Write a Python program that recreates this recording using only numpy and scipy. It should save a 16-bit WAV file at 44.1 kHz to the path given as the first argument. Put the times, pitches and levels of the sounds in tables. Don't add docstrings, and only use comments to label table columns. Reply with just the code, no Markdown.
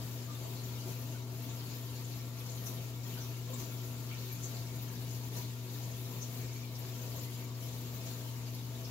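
import sys
import numpy as np
from scipy import signal
from scipy.fft import rfft, irfft
from scipy.io import wavfile
from scipy.ndimage import uniform_filter1d

SR = 44100
rng = np.random.default_rng(int(sys.argv[2]) if len(sys.argv) > 2 else 0)


def inscribe(sig):
    pcm = np.round(np.clip(np.atleast_2d(sig).T, -1, 1) * 32767)
    wavfile.write(sys.argv[1], SR, pcm.astype(np.int16))


N = 392578
T = np.arange(N) / SR
HZ = np.maximum(np.arange(N // 2 + 1) * SR / N, 1)
RIGHT_LAG_S = .00011

# frequency in Hz, relative level in dB.
WATER_COLOUR = [(300, -50), (800, -17), (1200, -1.5), (1600, -3.5), (1980, -3.5), (2280, 0), (2700, 0.5),
                (3500, 0.5), (4300, 2), (5400, -1), (6300, 0), (7300, -2.5), (8000, -8.5), (8600, -15.5),
                (11000, -18)]
# frequency in Hz, left minus right in dB.
LEFT_LOUDER = [(60, 4), (210, 2.5), (770, 4), (1500, 2.5), (3000, .6), (5000, 3), (6100, 3.2), (6900, 11.5),
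               (8200, 6.7), (9000, 8), (12000, 3.6), (14000, 11), (15600, 16)]


def amp(db):
    return 10 ** (np.asarray(db) / 20)


def rms_one(x):
    return x / np.sqrt(np.mean(x ** 2) + 1e-20)


def in_time(rows):
    return np.interp(T, *np.transpose(rows))


def at_hz(rows, hz):
    row_hz, values = np.transpose(rows)
    return np.interp(np.log(hz), np.log(row_hz), values)


def drift(rate):
    r = np.exp(-80 * np.pi * rate / SR)
    slow = signal.lfilter([1], [1, -2 * r, r * r], rng.standard_normal(N // 40 + 2002))[2000:]
    return np.interp(np.arange(N) / 40, np.arange(len(slow)), rms_one(slow))


def resonate(x, hz, width_hz):
    r = np.exp(-np.pi * width_hz / SR)
    feedback = [1, -2 * r * np.cos(2 * np.pi * hz / SR), r * r]
    return signal.lfilter([(1 - r * r) / 2, 0, (r * r - 1) / 2], feedback, x)


def flicker(pair, low_hz, top_hz, depth_db, rate):
    centres = low_hz * 2 ** np.arange(0, np.log2(top_hz / low_hz), 1 / 4)
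    spectrum, out, below = rfft(pair), 0, drift(rate)
    for k in range(len(centres)):
        wobble = drift(rate)
        share = np.interp(np.log(HZ), np.log(centres), np.arange(len(centres)) == k)
        out = out + irfft(spectrum * share, N) * amp(depth_db * (wobble + below) / np.sqrt(2))
        below = wobble
    return out


def panned(left, right):
    pan = amp(at_hz(LEFT_LOUDER, HZ) / 2)
    delay = np.exp(-2j * np.pi * HZ * RIGHT_LAG_S)
    return irfft(np.array([left * pan, right / pan * delay]), N)


def room(x, fade_s=0.18):
    t = np.arange(SR // 2) / SR
    echoes = rng.standard_normal((2, len(t))) * amp(-60 * t / fade_s) * (t > .003)
    echoes /= np.sqrt(np.sum(echoes ** 2, axis=1, keepdims=True))
    echoes = signal.sosfilt(signal.butter(2, 600, "high", fs=SR, output="sos"), echoes)
    echoes[:, 0] = [.7, .5]
    return panned(*rfft(signal.fftconvolve(x[None], echoes, axes=1)[:, :N]))


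def wave_swell(layer, follows=1):
    # crest time in seconds, crest level in dB for wash, for spray and for rumble, lull time
    # in seconds, dB in the lull, dB just after it. All but the crest levels are scaled by follows.
    waves = [(0.0, 2, 2.5, 2.8, 0.29, -1, 0.3), (.89, 2, 3.5, 4.3, 1.26, -4, 0.3),
             (1.72, 1, -1, 1.4, 2.3, -2, 0.1), (2.69, 2.5, 3, 2.5, 2.97, -2.5, 1.5),
             (3.6, 3, 5, 5.2, 3.44, -1.5, 0.6), (4.5, 2, -0.6, 1.9, 5.3, -1.5, 1.3),
             (5.37, 3.5, 4, 3.8, 5.6, -2, 0.6), (6.39, 1.8, 3, 1.9, 6.69, -3, 0.5),
             (7.19, 2, 1, 3.5, 7.52, -3, 0.5), (8.09, 2.5, 4, 1.5, 9.9, 0, -1.5),
             (8.97, 0.4, -1.5, 1.5, 8.7, -1.5, -1)]
    rise_s, fall_s, sink_s, recover_s = 0.085, 0.1, .12, 0.14
    ebb_db, sag_db = -0.2, 0.1
    next_crests = [wave[0] for wave in waves[1:]] + [waves[-1][0] + 1]
    points = []
    for (crest, *crest_db, lull, lull_db, after_lull_db), next_crest in zip(waves, next_crests):
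        ebb = crest + fall_s
        points += [(crest, crest_db[["wash", "spray", "rumble"].index(layer)]),
                   (ebb, follows * ebb_db),
                   (max(lull - sink_s, ebb), follows * ebb_db),
                   (lull, follows * lull_db),
                   (lull + recover_s, follows * after_lull_db),
                   (next_crest - rise_s, follows * (after_lull_db - sag_db))]
    return in_time(sorted(points))


def pumps(mains_hz=60.0):
    # multiple of the mains frequency, left level in dB, right level in dB.
    hum_tones = [(1, -72, -81), (2, -39.5, -44), (3, -68, -78), (4, -55, -56.5), (5, -60.5, -62.5),
                 (6, -66, -71.5), (7, -66.5, -65.5), (8, -71, -80), (9, -77.5, -79), (13, -83, -89),
                 (14, -76, -93), (15, -67, -85), (16, -72, -96), (17, -79, -79)]
    # pitch in Hz, width in Hz, left level in dB, right level in dB.
    rotor_tones = [(138.5, 1.5, -65, -68), (1138, 4.0, -81, -75), (1388, 2.0, -82, -87),
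                   (1845, 4.0, -82, -84)]
    out = np.zeros((2, N))
    heard_s = T - np.array([[0], [RIGHT_LAG_S]])
    for multiple, left_db, right_db in hum_tones:
        hum = np.sqrt(2) * np.sin(2 * np.pi * (multiple * mains_hz * heard_s + rng.random()))
        out += hum * amp(np.array([[left_db], [right_db]]) + 0.32 * drift(2.5))
    for hz, width_hz, left_db, right_db in rotor_tones:
        noise = rng.standard_normal(N + SR)
        whine = resonate(resonate(noise, hz, width_hz), hz, width_hz)[SR:]
        out += rms_one(whine) * amp([[left_db], [right_db]])
    return out


def thin_tone(hz=1368.6, right_db=-8.0):
    # time in seconds, left level in dB.
    levels = [(0, -71.5), (4.5, -70), (4.9, -84), (8.9, -88)]
    return np.sqrt(2) * np.sin(2 * np.pi * hz * T) * amp(in_time(levels) + np.array([[0], [right_db]]))


def rumble():
    # pitch in Hz, width in Hz, boost in dB.
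    resonances = [(134, 55, 5), (178, 31, 3.5), (248, 37, 6.5), (292.6, 13, 6), (374.5, 12, 12),
                  (411, 29, 3), (497.5, 28, 7.5), (662.5, 39, 11), (880, 35, 2.5), (964, 28, 7.5),
                  (1140, 50, 1.5), (1826, 55, 13), (2193, 110, 17)]
    # frequency in Hz, relative level in dB.
    churn_colour = [(20, -32), (40, -15), (60, -5), (110, -4), (200, -7.5), (400, -9.5), (750, -15.5),
                    (1100, -15.5), (1600, -27), (3000, -35)]
    # frequency in Hz, likeness from 0 to 1.
    likeness = [(30, .9), (75, .97), (160, .94), (270, .84), (450, .7), (740, .5), (1300, .1)]
    level_db = -50 + wave_swell("rumble", follows=0.77) + 0.67 * drift(4.8)
    boost_db = sum(db / (1 + (2 * (HZ - hz) / width_hz) ** 2) for hz, width_hz, db in resonances)
    alike = at_hz(likeness, HZ)
    common, apart = rfft(rng.standard_normal((2, N))) * amp(at_hz(churn_colour, HZ))
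    common = np.sqrt(1 + alike) * common * amp(boost_db)
    apart = np.sqrt(1 - alike) * apart * amp(0.44 * boost_db)
    noise = rms_one(panned(common + apart, common - apart))
    return amp(level_db) * flicker(noise, 62.4, 2500, depth_db=1.6, rate=11.0)


def water_hiss(colour, low_hz, top_hz, flicker_db, crackle_db):
    ripple_db = 1.5 * rms_one(uniform_filter1d(rng.standard_normal((2, len(HZ))), size=200))
    spectra = rfft(rng.standard_normal((2, N))) * amp(at_hz(colour, HZ) + ripple_db)
    hiss = flicker(rms_one(panned(*spectra)), low_hz, top_hz, flicker_db, rate=10.6)
    return hiss * amp(crackle_db * drift(45.0))


def wash():
    level_db = -54 + wave_swell("wash")
    return amp(level_db) * water_hiss(WATER_COLOUR, 1280, 9500, flicker_db=0.63, crackle_db=0.3)


def spray():
    # frequency in Hz, relative level in dB.
    spray_colour = [(2000, -60), (6000, -16), (8300, -11), (10000, -2), (11300, 2), (12300, 4.5),
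                    (14500, 1), (16000, -3.5)]
    level_db = -52 + wave_swell("spray", follows=1.45) + 0.52 * drift(15.0)
    return amp(level_db) * water_hiss(spray_colour, 7800, 16000, flicker_db=1.5, crackle_db=0.74)


def trickle(bubbles_per_s=140.0, sharpness=25.6):
    sizes = amp(3.6 * np.minimum(rng.exponential(1, N), 3))
    kicks = sizes * (rng.random(N) < bubbles_per_s / SR)
    which_pitch = rng.integers(0, 24, N)
    pitches = np.geomspace(1100, 8000, 24) * amp(rng.uniform(-0.25, 0.37))
    rings = sum(resonate(kicks * (which_pitch == k) + 1e-18, hz, hz / sharpness)
                for k, hz in enumerate(pitches))
    bubbles = rms_one(irfft(rfft(rings) * amp(at_hz(WATER_COLOUR, HZ)), N))
    return bubbles * amp(-63.5 + wave_swell("wash"))


def plops_and_low_notes():
    # start in seconds, level in dB before the room, starting pitch in Hz,
    # seconds to fade by 60 dB.
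    notes = [(.285, -44, 1177, .08), (.33, -52, 1170, .05), (.35, -46, 3550, .04), (.45, -42.5, 639, .15),
             (.865, -40, 358, .16), (1.145, -50, 1444, .06), (1.465, -37, 257, .12), (2.1, -46, 663, 0.11),
             (2.72, -45, 650, .12), (3.13, -43, 2960, .04), (3.174, -45, 1500, .05),
             (3.187, -53, 1540, .04), (3.5, -42, 495, .14), (3.53, -48, 1050, .08), (3.63, -36, 286, 0.14),
             (4.112, -39, 2260, .03), (4.122, -48, 2380, .03), (4.298, -46, 2290, .06),
             (4.4425, -25.5, 6300, 0.0087), (5.32, -40.5, 420, 0.12), (5.38, -47, 943, .08),
             (6.5, -51, 2200, .06), (6.63, -47, 2320, .06), (7.257, -47, 2020, .05),
             (7.418, -48, 2270, .045), (7.43, -49, 2230, .04), (7.625, -47, 3020, .05),
             (8.05, -48, 640, .18), (8.72, -48, 650, .13)]
    out = np.zeros(N)
    t = np.arange(SR // 8) / SR
    fade_in = 1 - np.exp(-t / 0.0006)
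    for start_s, level_db, hz, fade_s in notes:
        ring = np.sin(2 * np.pi * hz * t * (1 + 1.44 * t)) * fade_in * amp(level_db - 60 * t / fade_s)
        start = int(start_s * SR)
        out[start:start + len(t)] += ring[:N - start]
    return out


def splashes_and_hum_swell(rise_s=0.0078, lead_in_s=.2):
    # loudest moment in seconds, level then in dB (midway between left and right),
    # centre pitch in Hz, pitch spread in Hz, seconds to fade by 60 dB. The hum swell is at 8.25 s.
    bursts = [(.57, -53, 4170, 700, .3), (.8, -54, 6300, 1000, .15), (.9, -57, 6530, 1500, .17),
              (1.43, -53, 13500, 3000, .3), (1.71, -54, 4300, 2000, 0.44), (2.1, -55, 13000, 3500, .2),
              (1.96, -56, 4300, 1500, .4), (2.05, -54, 6800, 1200, .15), (2.12, -53, 4200, 900, .2),
              (2.52, -54, 6700, 1200, .16), (2.665, -46, 12600, 4000, .42), (2.668, -45, 5940, 1000, .18),
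              (3.19, -58, 4000, 2500, .4), (3.219, -51, 5800, 1000, .3), (3.542, -48.5, 7140, 900, .17),
              (3.59, -49, 6200, 1700, .39), (3.595, -53, 13500, 3500, .35), (3.6, -57, 3500, 1500, .3),
              (4.115, -52.5, 2700, 1200, .6), (4.18, -55, 4270, 900, .6), (4.28, -56, 4200, 1500, .5),
              (4.328, -45, 12600, 1500, .12), (4.436, -45, 6560, 1400, 0.23), (4.57, -51, 4300, 1800, .25),
              (4.825, -49, 13400, 2500, .12), (5.371, -47, 6200, 1300, .23),
              (5.372, -49.5, 13200, 2000, 0.18), (6.221, -45, 6200, 1500, 0.23),
              (5.09, -57, 6500, 1500, .2), (5.98, -56, 12000, 4000, .6), (6.12, -57, 12500, 4000, .7),
              (6.4, -58.5, 2300, 400, .9), (6.55, -60, 2320, 300, .6), (6.757, -50.5, 5200, 1500, .12),
              (6.793, -48, 12500, 2500, .12), (7.02, -52, 14500, 2500, .12), (7.165, -48, 13000, 2500, .13),
              (7.192, -52, 7000, 1200, .13), (7.225, -51, 14300, 2500, .15), (7.63, -52, 11500, 2500, 0.16),
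              (8.07, -53, 6050, 2200, .25), (8.075, -54, 3800, 1800, .35), (8.25, -60, 925, 120, .95),
              (8.108, -56, 14000, 3000, .12), (8.185, -56, 14500, 2500, .12), (8.55, -50, 13000, 3000, .12),
              (8.85, -50, 5270, 1800, .25)]
    out = np.zeros((2, N))
    for peak_s, peak_db, hz, width_hz, fade_s in bursts:
        start = int((peak_s - lead_in_s) * SR)
        t = np.arange(min(SR, N - start)) / SR - lead_in_s
        noise = rng.standard_normal((2, SR))[:, :len(t)]
        burst = rms_one(resonate(resonate(noise, hz, width_hz), hz, width_hz))
        shape = np.where(t < 0, np.exp(np.minimum(t, 0) / rise_s), amp(-60 * t / fade_s))
        sides_db = at_hz(LEFT_LOUDER, hz) * np.array([[.5], [-.5]])
        out[:, start:start + len(t)] += burst * shape * amp(peak_db + sides_db)
    return out


def scene():
    overflow = wash() + spray() + sum(room(trickle()) for _ in range(3))
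    background = overflow + rumble() + pumps() + thin_tone()
    return background + splashes_and_hum_swell() + room(plops_and_low_notes())


def record(dry):
    cutoff_hz = 15770
    return signal.sosfilt(signal.ellip(14, .5, 70, cutoff_hz, fs=SR, output="sos"), dry)


dry = scene()
out = record(dry)
inscribe(out)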